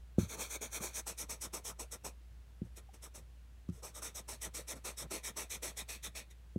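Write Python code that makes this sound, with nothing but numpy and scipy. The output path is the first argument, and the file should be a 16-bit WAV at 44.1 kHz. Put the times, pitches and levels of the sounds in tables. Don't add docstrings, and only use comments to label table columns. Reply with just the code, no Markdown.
import sys
import numpy as np
from scipy import signal
from scipy.fft import rfft, irfft, next_fast_len
from scipy.io import wavfile
from scipy.ndimage import uniform_filter1d, map_coordinates

SR = 44100
rng = np.random.default_rng(int(sys.argv[2]) if len(sys.argv) > 2 else 0)


def waveform_to_disk(signal):
    frames = np.transpose(np.atleast_2d(signal))
    scaled = np.clip(frames, -1, 1) * 32767
    samples = np.round(scaled).astype(np.int16)
    wavfile.write(sys.argv[1], SR, samples)


N = 290178
T = np.arange(N) / SR


def amp(db):
    return 10 ** (np.asarray(db) / 20)


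def unit(x):
    return x / np.sqrt(np.mean(x ** 2) + 1e-20)


def filtered(x, response):
    size = next_fast_len(N + SR // 2)
    return irfft(rfft(x, size) * response(np.fft.rfftfreq(size, 1 / SR)), size)[:N]


def coloured(x, spectrum):
    points_hz, db = np.transpose(spectrum)

    def response(hz):
        skirts = (1 + (hz / (2 * points_hz[-1])) ** 8) * (1 + (points_hz[0] / (2 * hz + 1)) ** 8)
        return amp(np.interp(np.log(hz + 1), np.log(points_hz), db)) / np.sqrt(skirts)
    return unit(filtered(x, response))


def wobble(rate_hz):
    return map_coordinates(rng.standard_normal(int(N * rate_hz / SR) + 4), [T * rate_hz])


def step(t, width_s):
    return .5 + .5 * np.tanh(t / (2 * width_s))


def around(start_s):
    return slice(max(int((start_s - .07) * SR), 0), int((start_s + .25) * SR))


# frequency in Hz, relative density in dB.
ROOM_SPECTRUM = [(47, -39), (80, -8.5), (122, -12), (246, -25), (1310, -34.5), (1430, -34), (1570, -33),
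                 (2280, -35.5), (2600, -35), (2840, -35.5), (4900, -40.5), (8700, -43), (15500, -48)]


def background(hum_hz=58.8, hum_db=-54.5, room_db=-66):
    phase = 2 * np.pi * hum_hz * T + .08 * wobble(3)
    hum = np.sqrt(2) * amp(hum_db + .65 * wobble(4)) * np.sin(phase)
    rumble = amp(-64.5) * wobble(28) * np.sin(phase + wobble(12))
    return hum + rumble + amp(room_db) * coloured(rng.standard_normal(N), ROOM_SPECTRUM)


# start in seconds, length in seconds, level in dB.
HAND_DRAGS = [(.353, .07, -59), (.8, .035, -54), (2.655, .022, -62), (3.19, .03, -67), (4.47, .025, -54),
              (4.733, .058, -54), (5.018, .052, -53)]


def drags(events, ramp_s=.003):
    pressure = np.zeros(N)
    for start_s, length_s, db in events:
        span = around(start_s)
        t = T[span] - start_s
        pressure[span] += amp(db) * step(t, ramp_s) * step(length_s - t, ramp_s)
    spectrum_hz_db = [(110, -8), (170, 0), (230, -1), (320, -9), (520, -9), (750, -20)]
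    return pressure * coloured(rng.standard_normal(N), spectrum_hz_db)


# start in seconds, level in dB, pitch in Hz, T60 in seconds,
# relative click level in dB.
TIP_TICKS = [(.183, -45, 910, 0.021, -8), (.802, -42, 1160, .03, -20), (1.066, -40, 855, 0.03, -25),
             (2.89, -49, 776, 0.035, -22), (3.688, -52, 1200, 0.018, -4), (3.697, -57, 1300, 0.02, 2)]


def ticks(attack_s=.0022, click_t60_s=.021):
    out = np.zeros(N + SR)
    t = np.arange(SR // 8) / SR
    felt = signal.butter(2, 8000, fs=SR)
    for start_s, db, hz, t60_s, click_db in TIP_TICKS:
        note = amp(2.5 - 60 * t / t60_s) * np.sin(2 * np.pi * hz * t) * (1 - np.exp(-t / attack_s))
        noise = signal.lfilter(*felt, rng.standard_normal(len(t)))
        click = amp(click_db - 60 * t / click_t60_s) * noise
        out[round(start_s * SR):][:len(t)] += amp(db) * (note + click)
    return out[:N]


# frequency in Hz, relative level in dB, T60 in seconds.
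PANEL_MODES = [(87, -14.5, 0.15), (116, -13, 0.18), (179.3, -11.5, 0.1), (212, -3.5, 0.053),
               (276, -10, 0.04), (349.5, -13, 0.08), (475, -10.5, 0.026)]
# start in seconds, gain in dB, low-pass corner in Hz.
BLOWS = [(0.1818, -14.5, 530), (.227, -21.5, 149), (.805, -38.5, 260), (2.6155, -26.5, 320),
         (3.687, -26.7, 270), (3.698, -30, 199), (6.5586, -24, 480)]


def thumps(blows):
    out = np.zeros(N + SR)
    t = np.arange(SR // 3) / SR
    for start_s, db, corner_hz in blows:
        ring = sum(amp(mode_db + rng.normal(0, .44) - 60 * t / t60_s) * np.sin(2 * np.pi * hz * t)
                   for hz, mode_db, t60_s in PANEL_MODES)
        contact = signal.butter(3, corner_hz, fs=SR)
        out[round(start_s * SR):][:len(t)] += amp(db) * signal.lfilter(*contact, ring)
    thinned = signal.lfilter(*signal.butter(2, 85, "high", fs=SR), out)
    return filtered(thinned[:N], lambda hz: np.exp(-1j * .38 * np.sqrt(hz)))


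def reflected(x, echo_db=-14.5, count=20):
    out = x.copy()
    for delay_s, sign in zip(rng.uniform(.003, .016, count), rng.choice([-1, 1], count)):
        out += sign * amp(echo_db) / np.sqrt(count) * np.pad(x, (round(delay_s * SR), 0))[:N]
    return out


def mic_approach(far, near, at_s=1.0, width_s=.029):
    nearness = step(T - at_s, width_s)
    return np.sqrt(1 - nearness) * far + np.sqrt(nearness) * near


def slips(rate_hz, chatter_db, patchy_db):
    snaps = np.sqrt(rng.poisson(rate_hz / SR, N)) * rng.standard_normal(N)
    spectra = signal.stft(snaps * amp(chatter_db * wobble(320)), nperseg=512)[2]
    patches = uniform_filter1d(rng.standard_normal(spectra.shape), size=6, axis=0)
    drift = unit(uniform_filter1d(patches, size=12, axis=1))
    return signal.istft(spectra * amp(patchy_db * drift), nperseg=512)[1][:N]


# frequency in Hz, relative density in dB.
MURMUR_SPECTRUM = [(70, -33), (150, -8), (280, -4.5), (350, -.5), (470, 1), (600, 0), (760, -6.5),
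                   (900, -2.5), (1130, -6), (1290, -3.5), (1480, -10.5), (2000, -26)]


def panel_murmur():
    return coloured(slips(rate_hz=6000, chatter_db=.5, patchy_db=2.3), MURMUR_SPECTRUM)


# frequency in Hz, relative density in dB.
RASP_FAR_SPECTRUM = [(1150, -27), (1330, -6), (1580, 1), (1950, -9.5), (2200, 2), (2430, 5.5), (2650, -7),
                     (2900, -20), (3150, -4), (3600, -0.5), (3850, -4), (4100, -1.5), (4550, -4),
                     (4750, -20), (5400, -29)]
RASP_OUT_SPECTRUM = [(1500, -15), (1800, 0), (2100, -.5), (2380, 3), (2650, .5), (3050, -8), (3300, -6),
                     (3550, -.5), (4000, -3.5), (4400, -2), (4650, -7), (4850, -23), (5400, -17)]
RASP_BACK_SPECTRUM = [(1500, -13), (1700, -4), (1980, 3), (2150, .5), (2380, 3.5), (2600, -5), (2800, -11),
                      (3100, -3.5), (3350, -2), (3700, 3), (4000, -3), (4300, -8), (4650, -18), (5400, -14)]


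def barrel_rasp(outward):
    catches = slips(rate_hz=14000, chatter_db=.84, patchy_db=2)
    near = np.where(outward, coloured(catches, RASP_OUT_SPECTRUM), coloured(catches, RASP_BACK_SPECTRUM))
    return mic_approach(coloured(catches, RASP_FAR_SPECTRUM), near)


# frequency in Hz, relative density in dB.
HISS_FAR_SPECTRUM = [(4850, -22), (5400, -9.5), (5850, 0), (6300, 2), (7450, -7.5), (8100, -5), (8750, -4),
                     (10300, -12.5), (11000, -5.5), (12900, -16.5), (13800, -11.5), (15800, -15.5)]
HISS_NEAR_SPECTRUM = [(4850, -17), (5150, -5.5), (5650, 0.5), (6300, -1.5), (7350, -7), (7950, 1),
                      (8700, -4), (9050, -7.5), (9750, -2.5), (10450, -8), (11400, -8), (12300, -11.5),
                      (13100, -9.5), (14600, -17.5), (15800, -21)]


def tip_hiss():
    fibres = slips(rate_hz=30000, chatter_db=.7, patchy_db=1.64)
    return mic_approach(coloured(fibres, HISS_FAR_SPECTRUM), coloured(fibres, HISS_NEAR_SPECTRUM))


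GESTURES = {"out": (.0028, .0104, -3.6, .6, -5.8, -.5, -45), "back": (.0031, .0075, 1, 0, -9.3, 10, -45),
            "arc out": (.009, .015, -5, .3, -6, -3, -34), "arc back": (.0056, .0048, 1, -.3, -8.6, 9, -34)}
# time in seconds, gain in dB.
RASP_GAIN_DB = [(.2, -1.2), (.5, -4.8), (.75, -6), (.97, -5.5), (1.08, -10.5), (1.45, -8.5), (2.05, -9),
                (2.85, -4), (3.1, -9.5), (3.85, -9.5), (4.1, -6.3), (5.5, -5), (5.9, -1.5)]
MURMUR_GAIN_DB = [(.3, 1.5), (1.2, 0), (1.8, 2), (3.2, 2), (3.77, 7), (3.86, 2), (4.3, 0), (5.0, 0),
                  (5.8, -1.5), (6.1, -3.5)]
# start in seconds, length in seconds, level in dB, gesture.
MARKER_STROKES = [(.188, .064, -50.8, "out"), (.293, .06, -47.6, "arc back"), (.4, .046, -39.4, "arc out"),
                  (.504, .062, -43.5, "arc back"), (.616, .042, -42, "out"),
                  (.726, .054, -42.3, "arc back"), (.829, .042, -38.5, "arc out"),
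                  (.947, .055, -45, "arc back"), (1.069, .044, -42.5, "out"), (1.18, .051, -42.8, "back"),
                  (1.296, .044, -42.9, "out"), (1.414, .045, -42, "back"), (1.536, .039, -41.7, "out"),
                  (1.647, .06, -44, "back"), (1.796, .031, -44.1, "out"), (1.918, .029, -44.2, "back"),
                  (2.047, .035, -44.6, "out"), (2.647, .027, -73, "out"), (2.766, .021, -52, "back"),
                  (2.94, .009, -54, "out"), (3.026, .038, -51.5, "back"), (3.147, .04, -52.5, "out"),
                  (3.725, .075, -67, "back"), (3.832, .058, -49.6, "out"), (3.947, .045, -49.8, "back"),
                  (4.023, .064, -45.4, "out"), (4.151, .045, -46.1, "back"), (4.285, .061, -47.1, "out"),
                  (4.417, .048, -43.2, "back"), (4.545, .061, -45.2, "out"), (4.68, .048, -43.2, "back"),
                  (4.758, .021, -57.1, "out"), (4.849, .057, -43.5, "out"), (4.976, .054, -44.7, "back"),
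                  (5.11, .067, -43, "out"), (5.239, .055, -42.9, "back"), (5.368, .065, -42.7, "out"),
                  (5.503, .056, -43, "back"), (5.628, .07, -43.3, "out"), (5.771, .041, -43, "back"),
                  (5.888, .072, -47.6, "out"), (6.034, .038, -43, "back"), (6.154, .056, -48, "out"),
                  (6.307, .004, -56, "back")]


def marker(creep_s=.035, lean_lead_s=.02):
    hiss_env, rasp_env, murmur_env, outward = np.zeros((4, N))
    for start_s, length_s, db, gesture in MARKER_STROKES:
        rise_s, fall_s, swell_db, rasp_db, panel_db, panel_swell_db, creep_db = GESTURES[gesture]
        span = around(start_s)
        t = T[span] - start_s
        up, down = step(t, rise_s), step(length_s - t, fall_s)
        creep = amp(creep_db) * step(t + creep_s, rise_s) * step(length_s + creep_s - t, fall_s)
        along = np.clip(t / length_s, 0, 1) - .5
        force = amp(db + swell_db * along)
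        hiss_env[span] += force * (up * down + creep)
        rasp_drive = np.maximum(up ** .9 * down ** .73, creep ** .64)
        rasp_env[span] += force * rasp_drive * amp(rasp_db + 3.2 * along)
        murmur_env[span] += force * up ** .75 * down ** .58 * amp(panel_db + panel_swell_db * along)
        outward[max(int((start_s - lean_lead_s) * SR), 0):] = gesture.endswith("out")
    rasp_env *= amp(np.interp(T, *np.transpose(RASP_GAIN_DB)))
    murmur_env *= amp(np.interp(T, *np.transpose(MURMUR_GAIN_DB)))
    hiss = amp(-.15) * hiss_env * tip_hiss()
    rasp = amp(-1.94) * rasp_env * barrel_rasp(outward)
    murmur = amp(-1.14) * murmur_env * panel_murmur()
    return reflected(hiss + rasp + murmur)


def turns(lag_s=.005, gain_db=-4.5, scatter_db=1.5, corner_hz=260):
    return [(start_s + length_s + lag_s, db + rng.normal(gain_db, scatter_db), corner_hz)
            for start_s, length_s, db, gesture in MARKER_STROKES if gesture == "back"]


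def brakes(brake_s=.03, gain_db=-16):
    return [(start_s + length_s - brake_s / 2, brake_s, db + gain_db)
            for start_s, length_s, db, gesture in MARKER_STROKES if gesture == "out"]


def scene():
    mix = marker() + thumps(BLOWS + turns()) + ticks() + background() + drags(HAND_DRAGS + brakes())
    return mix[None]


def record(dry, top_hz=15800):
    return np.array([filtered(x, lambda hz: hz < top_hz) for x in dry])


dry = scene()
out = record(dry)
waveform_to_disk(out)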